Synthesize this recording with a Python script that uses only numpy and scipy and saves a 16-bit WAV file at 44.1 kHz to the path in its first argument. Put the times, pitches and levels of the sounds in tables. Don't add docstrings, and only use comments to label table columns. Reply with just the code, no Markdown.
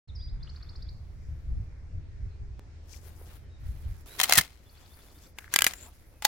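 import sys
import numpy as np
from scipy import signal
from scipy.fft import rfft, irfft, next_fast_len
from scipy.io import wavfile
from scipy.ndimage import uniform_filter1d

SR = 44100
rng = np.random.default_rng(int(sys.argv[2]) if len(sys.argv) > 2 else 0)


def output_pcm(signal):
    pcm = np.clip(np.atleast_2d(signal).T, -1, 1) * 32767
    wavfile.write(sys.argv[1], SR, np.round(pcm).astype(np.int16))


N = 276507
TOP_HZ, STAGE_FADE_S = 16200, 0.0088

# start_s, breeze_db, air_db, drone_db
BACKGROUND_STAGES = [(0.079, -43, -62, -53.5), (2.595, -48, -61, -51.5), (4.062, -55, -64, -62)]
# frequency_hz, density_db
STEEL_SPECTRUM = [(420, -18), (700, -5), (1300, -2), (4300, -3.5), (7500, -7), (16000, -10)]
# pitch_hz, level_db
BOLT_MODES = [(750, -9), (1230, -8), (1860, -3.5), (2110, 2), (2530, -5), (3180, -4), (4100, -2)]


def undb(db):
    return 10 ** (np.asarray(db) / 20)


def unit(x):
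    return x / np.sqrt(np.mean(x ** 2))


def pan(db):
    return undb(np.array([[.5], [-.5]]) * db)


def placed(start_s, sound):
    out = np.zeros((2, N))
    i = int(start_s * SR)
    out[:, i:i + sound.shape[-1]] = sound[..., :N - i]
    return out


def colour(x, points, tilt_db=0):
    n = next_fast_len(x.shape[-1])
    hz, db = np.transpose(points)
    octave = np.log2(np.maximum(np.fft.rfftfreq(2 * n, 1 / SR), hz[0]))
    gain = undb(np.interp(octave, np.log2(hz), db) + tilt_db * octave)
    cepstrum = irfft(np.log(gain))
    cepstrum[1:n] *= 2
    cepstrum[n + 1:] = 0
    return irfft(rfft(x, 2 * n) * np.exp(rfft(cepstrum)))[..., :x.shape[-1]]


def resonance(x, hz, width_hz):
    return signal.lfilter(*signal.iirpeak(hz, hz / width_hz, fs=SR), x)


def noise(size, apart_hz):
    mid, side = rng.standard_normal((2, size))
    side = signal.sosfilt(signal.butter(1, apart_hz, "high", fs=SR, output="sos"), side)
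    return np.array([mid + side, mid - side])


def walk(rate_hz, size=N):
    hold = int(SR / rate_hz)
    steps = np.repeat(rng.standard_normal(size // hold + 1), hold)
    return unit(uniform_filter1d(steps, hold)[:size])


def patchy(x, depth_db, rate_hz, bands=6):
    band = np.digitize(np.fft.rfftfreq(N, 1 / SR), np.geomspace(700, TOP_HZ, bands))
    spectrum = rfft(x)
    return sum(irfft(spectrum * (band == k), N) * undb(depth_db * walk(rate_hz)) for k in range(bands))


def stroke(start_s, length_s, attack_s, release_s):
    t = np.arange(N) / SR - start_s
    return np.clip(t / attack_s, 0, 1) * np.exp(-np.maximum(t - length_s, 0) / release_s)


def whistle(length_s, start_hz, middle_hz, end_hz, level_db, rough=.017):
    progress = np.linspace(0, 1, int(length_s * SR))
    glide = np.polyval(np.polyfit([0, .5, 1], [start_hz, middle_hz, end_hz], 2), progress)
    hz = glide * (1 + rough * walk(1400, len(progress)))
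    return 2 * undb(level_db) * np.sin(np.pi * progress) * np.sin(2 * np.pi * np.cumsum(hz) / SR)


def wind(breeze):
    # peak_s, length_s, level_db
    gusts = [(0.27, 0.68, -38.5), (0.34, 0.079, -34.5), (0.86, 0.27, -40.5), (1.316, .18, -37),
             (1.55, .24, -29.5), (1.964, 0.093, -33), (2.245, 0.17, -34.5), (2.457, .22, -38.5),
             (3.694, 0.21, -34), (3.88, 0.19, -33.5)]
    t = np.arange(N) / SR
    gust_power = sum((undb(db) * np.cos(np.pi * np.clip((t - peak_s) / length_s, -.5, .5))) ** 2
                     for peak_s, length_s, db in gusts)
    fade_in = np.clip((t - BACKGROUND_STAGES[0][0]) / STAGE_FADE_S, 0, 1)
    strength = np.sqrt(breeze ** 2 + gust_power * fade_in ** 2)
    # frequency_hz, density_db
    eddy_spectrum = [(20, -5.5), (58, 3), (115, -7), (200, -25.5), (320, -40), (3000, -91)]
    eddies = colour(noise(N, apart_hz=190), eddy_spectrum)
    running_rms = np.sqrt(uniform_filter1d(np.mean(eddies ** 2, axis=0), int(.13 * SR)))
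    return strength * eddies / running_rms


def outdoors(drone_hz=78.1):
    gains = np.zeros((3, N))
    for start_s, *levels_db in BACKGROUND_STAGES:
        gains[:, int(start_s * SR):] = undb(levels_db)[:, None]
    breeze, air_gain, drone_gain = uniform_filter1d(gains, int(STAGE_FADE_S * SR))
    rumble = wind(breeze)
    wavering_hz = drone_hz * (1 + 0.03995 * walk(20))
    drone = unit(np.sin(2 * np.pi * np.cumsum(wavering_hz) / SR))
    # frequency_hz, density_db
    air_spectrum = [(320, 2), (1100, -11.5), (2200, -12.5), (3000, -21), (5500, -19), (8000, -28),
                    (16000, -54.5)]
    wash = patchy(noise(N, apart_hz=790), depth_db=1.5, rate_hz=10)
    return rumble + drone_gain * drone + air_gain * unit(colour(wash, air_spectrum))


def hum(hz=403):
    return placed(1.95, whistle(0.8, hz, hz, hz, level_db=-72))


def far_birds(count=34, typical_hz=2700, typical_s=0.11, slur=0.05):
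    out = np.zeros((2, N))
    for when, pitch, length, loudness, side in rng.uniform(-1, 1, (count, 5)):
        glide_hz = typical_hz * 1.6 ** pitch * (1 + slur * np.array([1, 0, -1]))
        call = whistle(typical_s * 2 ** (length / 2), *glide_hz, level_db=-83 + 2 * loudness, rough=.035)
        start_s = np.interp(when, [-1, 1], [BACKGROUND_STAGES[0][0], N / SR])
        out += placed(start_s, call * pan(2 * side))
    return out


def birds(repeats=8, echo_db=-4.5):
    # start_s, length_s, start_hz, middle_hz, end_hz, level_db
    notes = [(0.081, 0.029, 4400, 3780, 3470, -60.5), (0.149, 0.025, 5500, 5080, 3940, -55),
             (0.15, 0.16, 4900, 4860, 4867, -57.5), (0.195, 0.046, 3200, 3740, 4670, -64.5),
             (0.277, 0.03, 3250, 3860, 4600, -64), (0.471, 0.0092, 2740, 3030, 3750, -57.5),
             (3.48, 0.115, 3610, 3800, 3600, -75), (4.061, 0.12, 3400, 3900, 3930, -61.5)]
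    # start_s, period_s, arch_db, flick_db
    trills = [(0.396, .0657, -74, -53), (4.654, .0815, -70.5, -65)]
    arch_hz, flick_hz = np.array([3200, 3560, 3250]), np.array([3800, 4600, 5150])
    direct = sum(placed(start_s, whistle(*note)) for start_s, *note in notes)
    for start_s, period_s, arch_db, flick_db in trills:
        for k, (bend, accent_db) in enumerate(rng.standard_normal((repeats, 2))):
            detune = 1 + 0.012 * bend
            arch = whistle(0.5 * period_s, *detune * arch_hz, arch_db + accent_db, rough=.022)
            flick = whistle(.0135, *detune * flick_hz, flick_db + accent_db, rough=0.038)
            direct += placed(start_s + k * period_s, arch)
            direct += placed(start_s + (k + 0.46) * period_s, flick)
    t = np.arange(SR // 2) / SR
    trees = rng.standard_normal((2, len(t))) * np.exp(-t / 0.07)
    echo = signal.fftconvolve(direct, unit(trees) / np.sqrt(len(t)), axes=1)[:, :N]
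    return direct + undb(echo_db) * echo


def tick(decay_s=0.00085):
    t = np.arange(SR // 50) / SR
    return placed(2.5945, -undb(-35) * np.exp(-t / decay_s))


def cloth():
    # start_s, length_s, attack_s, level_db, pan_db
    moves = [(0.5, 1.15, 0.05, -77, 1), (2.822, 0.15, 0.16, -58.5, 12), (3.008, 0.097, 0.051, -59.5, 9.5),
             (3.104, 0.26, 0.18, -57.5, 3.5), (3.58, 0.43, 0.067, -61.5, -3.5),
             (4.059, 0.36, 0.0015, -50, -2), (4.541, 0.73, 0.27, -59.5, 3.5),
             (5.348, 0.11, 0.049, -59.5, 3), (5.483, 0.39, 0.055, -51.5, 1), (5.9, .37, .1, -66, 0.5)]
    # frequency_hz, density_db
    fabric_spectrum = [(300, 8), (3000, -4.5), (7300, -7), (8600, -9), (10500, -3), (16000, -7.5)]
    grains = patchy(noise(N, apart_hz=1500), depth_db=2.2, rate_hz=32) * undb(2.3 * walk(900))
    motion = sum(undb(db) * pan(pan_db) * stroke(start_s, length_s, attack_s, release_s=0.032)
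                 for start_s, length_s, attack_s, db, pan_db in moves)
    return unit(colour(grains, fabric_spectrum)) * motion


def scrapes():
    # start_s, length_s, centre_hz, width_hz, level_db, pan_db
    rubs = [(0.24, 0.69, 1410, 1190, -66, 0), (2.875, 0.125, 5700, 3400, -58, 16.5),
            (2.934, 0.014, 2390, 900, -55, 14), (3.191, 0.037, 410, 600, -54.5, -1),
            (5.359, 0.16, 1680, 800, -56, 4.5), (5.738, 0.15, 7270, 800, -54, 11)]
    out = np.zeros((2, N))
    grit = noise(N, apart_hz=2700) * undb(4.5 * walk(400))
    for start_s, length_s, hz, width_hz, db, pan_db in rubs:
        rub = grit[:, int(start_s * SR):int((start_s + length_s) * SR)]
        rub = unit(resonance(resonance(rub, hz, width_hz), hz, width_hz))
        swell = np.sin(np.pi * np.linspace(0, 1, rub.shape[1]))
        out += placed(start_s, rub * swell * undb(db) * pan(pan_db))
    return out


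def slide(attack_s=0.02, tail_db=-21.5):
    # start_s, length_s, level_db
    contacts = [(4.18, 0.085, -36), (4.27, 0.125, -32), (4.355, 0.025, -24), (4.405, 0.035, -43),
                (5.511, 0.21, -44.5), (6.218, 0.05, -43)]
    grit = noise(N, apart_hz=2000) * undb(3.6 * walk(500))
    hiss = unit(colour(grit, STEEL_SPECTRUM, tilt_db=-1.0))
    ring = unit(sum(undb(db) * resonance(grit, hz, width_hz=67) for hz, db in BOLT_MODES))
    envelope = np.zeros(N)
    for start_s, length_s, db in contacts:
        direct = stroke(start_s, length_s, attack_s, release_s=0.015)
        tail = undb(tail_db) * stroke(start_s, length_s, attack_s, release_s=0.089)
        envelope = np.maximum(envelope, undb(db) * np.maximum(direct, tail))
    return unit(hiss + undb(-11) * ring) * envelope * pan(5.0)


def spring():
    song = whistle(0.092, start_hz=2200, middle_hz=1880, end_hz=1720, level_db=-36, rough=0.034)
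    return placed(4.325, song)


def thud(rise_s=0.0075):
    t = np.arange(SR // 6) / SR
    push = noise(len(t), apart_hz=400) * t * np.exp(-t / rise_s)
    body = colour(push, [(170, 0), (450, -25), (1500, -52.0)])
    return placed(4.371, unit(body) * undb(-39))


def ringing(t, hz):
    skew = rng.standard_normal(np.shape(hz)) * np.minimum(hz / 4000, 1)
    return np.array([np.sin(2 * np.pi * hz * t + side * skew) for side in (-1, 1)])


def impacts(blows, spectrum, modes, crack_db, ring_s, ring_db, spot_db):
    crack_s, linger_db, linger_s = 0.00044, -28, 0.16
    out = np.zeros((2, N))
    t = np.arange(SR // 8) / SR
    decay = lambda t60_s: np.exp(-np.log(1000) * t / t60_s)
    mode_hz, mode_db = np.transpose(modes)[:, :, None]
    life = np.sqrt(mode_hz[1] / mode_hz)
    mode_decay = decay(ring_s * life) + undb(linger_db) * decay(linger_s * life)
    onset = 1 - np.exp(-t / 0.00025)
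    for start_s, level_db, pan_db, t60_s, tilt_db, spot_hz in blows:
        crack = undb(crack_db) * np.exp(-t / crack_s)
        force = noise(len(t), apart_hz=1800) * (decay(t60_s) + crack) * onset
        clatter = unit(colour(force, spectrum, tilt_db))
        spot = unit(ringing(t, spot_hz) * decay(t60_s) * onset)
        detune, strength = rng.standard_normal((2, len(mode_hz), 1))
        mode_gain = undb(mode_db + 2.2 * strength + tilt_db * np.log2(mode_hz))
        partials = ringing(t, mode_hz * (1 + 0.006 * detune)) * mode_gain * mode_decay
        ring = unit(partials.sum(1) * onset)
        blow = clatter + undb(spot_db) * spot + undb(ring_db) * ring
        blow = unit(blow) * np.sqrt(.002 / t[-1])
        out += placed(start_s, blow * undb(level_db) * pan(pan_db))
    return out


def catch():
    # start_s, level_db, pan_db, t60_s, tilt_db_per_octave, pitch_hz
    blows = [(6.2225, -29, 1, 0.032, -0.3, 1400), (6.2467, -22, 2, 0.025, 2.5, 12500),
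             (6.2503, -7.7, -4, 0.024, 1.2, 6550)]
    # pitch_hz, level_db
    modes = [(850, 3), (2003, 4), (3601, 1), (4420, 1.5), (5170, -0.5)]
    return impacts(blows, STEEL_SPECTRUM, modes, crack_db=-1, ring_s=0.024, ring_db=-3, spot_db=-11)


def shell():
    # start_s, level_db, pan_db, t60_s, tilt_db_per_octave, pitch_hz
    blows = [(5.386, -31.8, 1.5, 0.02, -3, 2170), (5.5388, -15, 4, 0.024, 1.2, 1630),
             (5.5606, -9.5, 1, 0.017, -0.5, 4850), (5.5888, -13, 7, 0.015, 0, 2320),
             (5.6072, -25, -4, 0.022, 0, 2500), (5.6204, -11, 1.5, 0.011, 1.5, 3000),
             (5.6428, -13.5, 3, 0.021, 2, 2930), (5.6662, -10.8, 1.5, 0.013, -1, 2130),
             (5.6716, -19.5, 4.5, 0.06, 1.5, 2400), (5.7355, -32, 1.5, 0.019, -1.2, 7160)]
    # frequency_hz, density_db
    hull_spectrum = [(400, -13), (1700, 0), (3000, -0.5), (5300, -6), (7200, -0.5), (8800, -7), (12000, -2),
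                     (16000, -16)]
    # pitch_hz, level_db
    modes = [(1370, -9), (1630, 1), (2020, 0), (2320, -3), (4800, -3)]
    return impacts(blows, hull_spectrum, modes, crack_db=-2, ring_s=0.024, ring_db=-8, spot_db=-7)


def bolt():
    # start_s, level_db, pan_db, t60_s, tilt_db_per_octave, pitch_hz
    blows = [(4.2002, -14, 6, 0.02, -0.5, 3430), (4.2136, -15.5, 4, 0.014, 0.5, 3200),
             (4.2326, -14, 6, 0.025, 3, 2000), (4.2368, -14.5, -2, 0.02, 2.5, 4100),
             (4.2415, -17, 3, 0.018, 1.5, 3050), (4.2958, -15, 3.5, 0.014, 3, 760),
             (4.3095, -22.5, 1, 0.026, -2.5, 720), (4.3238, -8, 0, 0.018, -1, 4000),
             (4.3348, -12, 6.5, 0.016, 4.5, 6600), (4.3545, -15, 5.5, 0.03, 4, 6850),
             (4.3735, -14.5, 0, 0.03, 4, 5700), (4.3783, -13, 4, 0.013, 2, 9730),
             (4.3808, -9, -5, 0.0074, 3, 12010), (4.3846, -8.5, 5, .016, 2, 1396),
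             (4.3866, -10, -1, 0.045, 1, 1790), (4.4105, -21, 2.5, 0.03, 1, 2070)]
    return impacts(blows, STEEL_SPECTRUM, BOLT_MODES, crack_db=-1.5, ring_s=0.05, ring_db=-11.5, spot_db=-8)


def scene():
    gun = bolt() + shell() + catch() + slide() + spring() + thud()
    return gun + cloth() + scrapes() + tick() + outdoors() + hum() + birds() + far_birds()


def record(dry):
    low_pass = signal.ellip(10, .2, 70, TOP_HZ, fs=SR, output="sos")
    return signal.sosfilt(low_pass, np.clip(dry, -1, 1))


dry = scene()
out = record(dry)
output_pcm(out)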